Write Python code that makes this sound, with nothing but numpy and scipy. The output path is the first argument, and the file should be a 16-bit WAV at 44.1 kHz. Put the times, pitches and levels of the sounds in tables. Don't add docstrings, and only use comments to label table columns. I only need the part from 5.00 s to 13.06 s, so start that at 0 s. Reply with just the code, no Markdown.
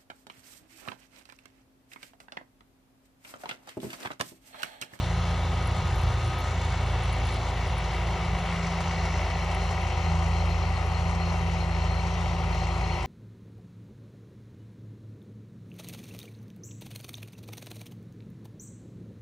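import sys
import numpy as np
from scipy import signal
from scipy.io import wavfile
from scipy.ndimage import uniform_filter1d

SR = 44100
rng = np.random.default_rng(int(sys.argv[2]) if len(sys.argv) > 2 else 0)


def store_pcm(level_fs):
    pcm = np.round(np.clip(level_fs, -1, 1) * 32767).astype(np.int16)
    wavfile.write(sys.argv[1], SR, np.atleast_2d(pcm).T)


N = 355446
IGNITION_BEATS = 0.29


def amp(db):
    return 10 ** (np.asarray(db) / 20)


def evened(x):
    return x / np.sqrt(np.mean(x ** 2) + 1e-20)


def curves(rows, t=None):
    if t is None:
        t = np.arange(N) / SR
    s, *columns = np.transpose(rows)
    return [np.interp(t, s, c) for c in columns]


def spectra(rows, hz):
    f, *columns = np.transpose(rows)
    return [np.interp(np.log(hz + 1), np.log(f + 1), c)[:, None] for c in columns]


def wander(cutoff_hz):
    lowpass = signal.butter(2, cutoff_hz, fs=SR, output="sos")
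    return evened(signal.sosfilt(lowpass, rng.standard_normal(N)))


def tone(turns, rms_db):
    return np.sqrt(2) * amp(rms_db) * np.sin(2 * np.pi * turns)


def frames(x):
    return signal.stft(x, SR, nperseg=1024, noverlap=768)


def unframe(z):
    return signal.istft(z, SR, nperseg=1024, noverlap=768)[1][..., :N]


# time in seconds, heading from 0 = rear to 1 =
# side-on, roar level in dB, shading of the right port from 0 to 1.
TURN_PATH = [(0, 0.28, -36.5, 0.06), (1, 0.35, -36.5, 0), (2, 0.41, -35.5, 0), (3, 0.56, -35, 0.12),
             (4, 0.72, -33.5, 0.14), (5, 0.94, -33, 0.65), (6, 0.93, -34, 1), (7, 0.91, -34, 1),
             (8.06, 1, -33.5, 0.8)]


def turn(t=None):
    return curves(TURN_PATH, t)


# time in seconds, firings per second.
FIRING_RATE = [(0.0, 56.86), (0.82, 56.6), (1.08, 55.9), (1.4, 57.2), (1.65, 56.3), (2.89, 56.24),
               (3.38, 57.46), (4.15, 56.35), (4.92, 56.52), (5.11, 55.69), (5.7, 56.66), (5.93, 56.03),
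               (6.18, 57.16), (6.81, 55.81), (7.12, 57.35), (7.46, 55.83), (8.06, 56.95)]


def firing_rate(t=None):
    return curves(FIRING_RATE, t)[0]


# frequency in Hz, relative level in dB.
WIND_SPECTRUM = [(25, -12), (36, -8), (45, 13), (70, 11), (110, 9.5), (150, 6), (200, -4.5), (300, -91)]
# time in seconds, level in dB.
WIND_GUSTS = [(0, -32.5), (.35, -39), (.95, -29.5), (1.6, -39), (3.3, -36.5), (4.7, -42), (5.5, -44),
              (8.06, -40)]


def wind():
    hz, _, z = signal.stft(rng.standard_normal((2, N)), SR, nperseg=4096)
    shaped = z * amp(spectra(WIND_SPECTRUM, hz)[0])
    noise = signal.istft(shaped, SR, nperseg=4096)[1][:, :N]
    common, difference = evened(noise) * amp(curves(WIND_GUSTS)[0] + 1.8 * wander(7))
    return common + 0.048 * difference * np.array([[1], [-1]])


# start in seconds, nominal level in dB, centre frequency in Hz.
TICK_EVENTS = [(0.6389, -57, 10100), (0.6549, -56, 10500), (0.6716, -43, 10300), (0.7632, -60, 10500),
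               (0.8684, -58, 10800), (0.9572, -54, 11400), (0.9807, -54, 10900), (0.992, -56, 9900),
               (1.0146, -53, 11000), (1.034, -58, 11100), (1.2431, -57, 10200), (1.259, -55, 10100),
               (1.276, -55, 10300), (1.387, -53, 11300), (1.404, -56, 11600), (1.6472, -56, 10100),
               (2.0343, -51, 9900), (2.052, -53, 9850), (2.127, -44.5, 10000), (2.251, -52, 10300),
               (2.2682, -50, 10000), (2.3206, -55, 10200), (2.3391, -53, 10300), (2.6758, -56, 10400),
               (2.6928, -58, 10500), (2.7811, -49, 10200), (4.5477, -48, 10060), (4.6364, -56, 10000),
               (4.8135, -57, 10500), (5.8636, -57, 10100)]


def ticks():
    rise_s, spacing_s, spread_hz = 0.0007, 0.0014, 1000
    out, t = np.zeros(N + 2000), np.arange(200) / SR
    envelope = (t / rise_s) * np.exp(1 - t / rise_s)
    luck = rng.random((len(TICK_EVENTS), 3, 5))
    for (start_s, db, hz), (late, off, size) in zip(TICK_EVENTS, luck):
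        for k in range(5):
            delay_s = k * spacing_s * (0.6 + 0.8 * late[k])
            grain_hz = hz + spread_hz * (off[k] - 0.5)
            grain = envelope * np.sin(2 * np.pi * grain_hz * t)
            i = round((start_s + delay_s) * SR)
            out[i:i + 200] += amp(db + 8.0 - 2.1 * k - 3.5 * size[k]) * grain
    return out[:N]


JOLT_PATTERN_DB = [-4, -1, -12, -4]
# start in seconds, length in seconds, mean level in dB.
RATTLE_BOUTS = [(3.913, 0.1, -46), (4.15, 0.037, -46), (4.25, 0.17, -49), (4.57, .16, -48.5),
                (4.93, 0.19, -47), (5.33, 0.092, -43), (5.48, 0.063, -43), (5.62, .06, -46),
                (5.74, .04, -45), (5.92, 0.091, -45.5), (6.043, .06, -44), (6.2, .1, -44), (6.59, .07, -46),
                (6.7, 0.13, -46.5), (6.865, 0.15, -43.5), (7.528, .22, -47), (7.796, .18, -46)]


def rattle(fired):
    between_bouts_db, peak_over_mean_db = -52.5, 7
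    ring_hz, rise_s = 4195, 0.0025
    at = np.flatnonzero(np.diff((2 * fired + 1.1).astype(int)))
    luck = rng.standard_normal((len(at), 2))
    out, t = np.zeros(N + 800), np.arange(800) / SR
    envelope = (t / rise_s) * np.exp(1 - t / rise_s)
    level_db = between_bouts_db - 10 * (1 - turn()[0])
    for start_s, length_s, db in RATTLE_BOUTS:
        level_db[round(start_s * SR):round((start_s + length_s) * SR)] = db
    for k, i in enumerate(at):
        ring = envelope * np.sin(2 * np.pi * (ring_hz + 30 * luck[k, 0]) * t)
        jolt_db = JOLT_PATTERN_DB[(k + 2) % 4] + 3 * luck[k, 1]
        out[i:i + 800] += amp(level_db[i] + peak_over_mean_db + jolt_db) * ring
    return out[:N]


# time in seconds, level in dB.
GEAR_LEVEL = [(0, -50), (.25, -43), (.47, -50), (.65, -43), (1.05, -49), (1.45, -41), (1.6, -52),
              (8.06, -52)]
# time in seconds, frequency in Hz.
HIGH_TONE_PITCH = [(0, 7600), (4.9, 7700), (5.6, 7880)]


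def whines(fired):
    contacts_per_firing, high_tone_db = 22.12, -64.5
    gear_turns = contacts_per_firing * fired + 0.017 * wander(11)
    gear = tone(gear_turns, curves(GEAR_LEVEL)[0] + 2.0 * wander(21))
    high_tone_hz = curves(HIGH_TONE_PITCH)[0] + 15 * wander(40)
    return gear + tone(np.cumsum(high_tone_hz) / SR, high_tone_db + 3 * wander(15))


# frequency in Hz, dB from the rear, dB from the side,
# share of power that pulses with the firings.
BODY_SPECTRUM = [(175, -12.5, -2.5, 0.38), (305, -10.5, -33.5, 0.061), (346.7, -10, -6.5, 0.081),
                 (454, -15, -15, 0.1), (956, -5.5, -6, 0.16), (1332, -6.5, -9, 0.25),
                 (1656, -10, -20, 0.23), (1973, -7, -8, 0.18), (2370, -17.5, -20.5, 0.094),
                 (3150, -12.5, -15, 0.075), (3440, -12.5, -22.5, 0.11), (4240, -17, -18, 0.16),
                 (4650, -18, -23, 0.33), (7440, -21, -28, 0.36), (7680, -40.5, -55.5, 1),
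                 (9500, -27, -37, 0.66), (11730, -39.5, -48, 0.15), (12800, -56, -52, .3)]
# frequency in Hz, width (two sigma) in Hz,
# boost in dB from the rear, boost in dB from the side.
PANEL_RESONANCES = [(662, 360, 8, 5), (2230, 81, 4.5, 6.5), (2377, 200, 4, 7), (2600, 350, 5.5, 5.5),
                    (3550, 230, 7.5, -1.5), (3650, 39, -2.5, 2.5), (4160, 240, 7, -5.5), (5650, 760, -1, 3),
                    (7694, 250, 21, 30)]
CYLINDER_HISS_DB = [0, 0.64, -0.017, 0.4]


def firing_gate(fired):
    rise_beats, decay_beats = 0.084, 1.13
    beats = fired - IGNITION_BEATS + 4
    stroke, phase = beats.astype(int), beats % 1
    strength_db = np.array(CYLINDER_HISS_DB)[stroke % 4] + 2.2 * rng.standard_normal(N // 500)[stroke]
    return amp(strength_db) * (1 - np.exp(-phase / rise_beats)) * np.exp(-phase / decay_beats)


def air_patches(hz, t):
    def smooth_noise(bins, steps):
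        noise = rng.standard_normal((len(hz), len(t)))
        return evened(uniform_filter1d(uniform_filter1d(noise, bins, 0), steps, 1))

    treble = np.clip(hz[:, None] / 5000, 0, 1.5)
    return 0.81 * (smooth_noise(14, 25) + 0.98 * treble * smooth_noise(90, 16))


def roar(fired):
    swish_hz, swish_at_s, swish_db = 6100, 3.94, 2
    hz, t, pulsing = frames(evened(firing_gate(fired) * rng.standard_normal((2, N))))
    wash = frames(rng.standard_normal((2, N)))[2]
    heading, level_db, _ = turn(t)
    rear_db, side_db, share = spectra(BODY_SPECTRUM, hz)
    for f, width_hz, rear, side in PANEL_RESONANCES:
        bump = np.exp(-0.5 * ((hz[:, None] - f) / (width_hz / 2)) ** 2)
        rear_db, side_db = rear_db + rear * bump, side_db + side * bump
    octaves_off = np.log2(hz[:, None] / swish_hz + 1e-9)
    swish = swish_db * np.exp(-((t - swish_at_s) / 0.5) ** 2 - (2 * octaves_off) ** 2)
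    z = (np.sqrt(share) * pulsing + np.sqrt(1 - share) * wash) * (hz[:, None] > 60)
    z *= amp(rear_db + heading * (side_db - rear_db) + swish + air_patches(hz, t))
    rms = np.sqrt(np.mean(unframe(z) ** 2))
    return unframe(z * amp(level_db) / rms)


# time in seconds, blade hum in dB, its octave in dB.
BLADE_LEVELS = [(0.0, -33.5, -40), (0.09, -31, -35), (1.01, -30.5, -44), (1.34, -31.5, -61),
                (1.57, -30, -40), (2.4, -34, -44.5), (3.59, -36, -33.5), (4.18, -30.5, -37),
                (4.24, -30.5, -51), (4.33, -33, -35), (5.0, -30.5, -43), (5.09, -26.5, -30.5),
                (5.81, -29, -42), (6.08, -29, -33.5), (7.9, -33, -37.5), (8.06, -39, -45.5)]
# time in seconds, level in dB.
BLADE_THIRD_LEVEL = [(0, -52.5), (2.6, -51.5), (2.9, -71), (3.6, -64), (4.4, -56), (4.9, -62), (5.3, -57.5),
                     (7.1, -58), (8.06, -60)]
# multiple of the firing rate, level in dB.
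MACHINE_LINES = [(1.25, -49), (1.75, -50), (2.25, -49), (6.233, -53), (7.45, -57), (17, -53), (19, -55)]


def hum(fired, heading):
    blade_passes_per_firing = 1.4905
    beat_db, octave_rear_db, octave_side_db = -32, -29.5, -40
    usual_firings_per_s, db_per_firing_per_s, fuel_lag_s = 56.42, -2.5, 0.094
    ahead = firing_rate(np.arange(N) / SR - fuel_lag_s) - usual_firings_per_s
    fuel_db = db_per_firing_per_s * uniform_filter1d(ahead, SR // 6)
    octave = (1 - heading) * amp(octave_rear_db) - heading * amp(octave_side_db)
    out = tone(fired + 0.32, beat_db + fuel_db + 0.8 * wander(3))
    out += octave * tone(2 * fired + 0.29, fuel_db + 2 * wander(3))
    blades = blade_passes_per_firing * fired
    blade_db, blade_octave_db = curves(BLADE_LEVELS)
    out += tone(blades + 0.22, blade_db) + tone(2 * blades + 0.3, blade_octave_db)
    third_db = curves(BLADE_THIRD_LEVEL)[0] + 2.9 * wander(3.3)
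    out += tone(3 * blades + 0.11 * wander(7.4), third_db)
    for multiple, db in MACHINE_LINES:
        out += tone(multiple * fired + 0.04 * wander(3), db + 2.5 * wander(2.5))
    return out


# frequency in Hz, rise in seconds, t60 in seconds, dB from the rear,
# dB from the side, signed push of cylinders 1 to 4 (a factor).
KNOCK_MODES = [(398, .001, .07, -40, -39, .35, .3, 1, .35), (507, .001, .08, -38, -41, .4, .4, 1, .4),
               (590, .002, .05, -45, -38, .4, -.4, 1, -.4), (760, .007, .045, -39, -30, .4, -.45, 1, -.3),
               (890, .003, .04, -44, -35, .4, 1, .4, .5), (960, .003, .05, -43, -37, .5, 1, .6, .6),
               (1070, .002, .04, -46, -40, .6, 1, .7, .7), (2000, .0005, .016, -48, -33, .5, .8, 1, .8),
               (2150, .0005, .02, -46, -37, .6, .8, 1, .7), (2300, .0005, .025, -43.5, -39, .8, .8, 1, .6),
               (2800, .0006, .015, -48, -43, 1, 1, .6, .8)]


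def knocks(fired, heading):
    bright_hz, bright_at_s, bright_span_s, bright_db = 1800, 3.6, 1.1, 5
    at = np.flatnonzero(np.diff((fired - IGNITION_BEATS + 1).astype(int)))
    luck = rng.standard_normal((len(at), 2, len(KNOCK_MODES)))
    t, out = np.arange(4000) / SR, np.zeros(N)
    bright = bright_db * np.exp(-0.5 * ((at / SR - bright_at_s) / bright_span_s) ** 2)
    for k, (hz, rise_s, t60_s, rear_db, side_db, *push) in enumerate(KNOCK_MODES):
        db = rear_db + heading[at] * (side_db - rear_db) + 0.69 * luck[:, 0, k]
        db += (hz > bright_hz) * bright
        jittered = np.clip(at + (7 * luck[:, 1, k]).astype(int), 0, N - 1)
        bangs = np.zeros(N)
        bangs[jittered] = amp(db) * np.resize(push, len(at))
        ring = (1 - np.exp(-t / rise_s)) ** 2 * amp(-60 * t / t60_s) * np.sin(2 * np.pi * hz * t)
        out += signal.oaconvolve(bangs, ring / ring.max())[:N]
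    return out


# frequency in Hz, likeness from 0 to 1 and lag of the right port in radians
PORT_LIKENESS = [(55, .995, .08, .998, .15), (370, .98, .12, .97, .39), (770, .985, .04, .97, .43),
                 (1350, .985, .02, .92, .5), (1650, .93, .03, .72, .95), (2150, .95, .05, .78, 1.3),
                 (2300, .92, .9, .8, 2.5), (2450, .7, 3.2, .78, 4.5), (2600, .92, 5.6, .9, 5.9),
                 (2850, .95, 6.5, .92, 7.3), (3200, .95, 6.6, .9, 6.7), (4000, .93, 6.4, .74, 6.2),
                 (4400, .78, 7, .68, 7), (4900, .66, 6.55, .75, 7.1), (5600, .85, 6.1, .78, 6.3),
                 (6500, .85, 5.3, .8, 5.5), (7400, .88, 3.8, .86, 3.6), (8000, .995, 3.14, .995, 3.14),
                 (8800, .98, 3.14, .98, 3.14), (9600, .66, 1.7, .52, 2), (10500, .86, .8, .87, .25),
                 (11200, .99, 0, .99, 0)]
# frequency in Hz, level in dB when unshaded, change in dB in full shade.
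PORT_LEVELS = [(55, .6, .2), (170, 0, 0), (500, -.5, -1.2), (1050, -2.7, -2.3), (1650, .5, -4.5),
               (2050, -3.5, -5.5), (2250, -1, -6), (2450, -6, -1), (2700, 0, -1), (3300, -1, -2.3),
               (4000, -1.2, -4), (4900, -5, .5), (5600, -3.5, 0), (7800, 0, 0)]


def ports(direct, scattered):
    hz, t, z = frames(direct)
    like, lag, shade_like, shade_lag = spectra(PORT_LIKENESS, hz)
    open_db, shade_db = spectra(PORT_LEVELS, hz)
    shade = turn(t)[2]
    like = like + shade * (shade_like - like)
    lag = lag + shade * (shade_lag - lag)
    right = like * np.exp(-1j * lag) * z + np.sqrt(1 - like ** 2) * frames(scattered)[2]
    return np.array([direct, unframe(right * amp(open_db + shade_db * shade))])


def scene():
    fired, heading = np.cumsum(firing_rate()) / SR, turn()[0]
    near, scattered = roar(fired)
    machine = near + knocks(fired, heading) + hum(fired, heading) + whines(fired) + rattle(fired)
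    return ports(machine + ticks(), scattered) + wind()


def record(dry):
    edge_hz = 12900
    lowpass = signal.firwin(511, edge_hz, window=("kaiser", 9), fs=SR)
    return signal.oaconvolve(dry, lowpass[None], "same")


dry = scene()
out = record(dry)
store_pcm(out)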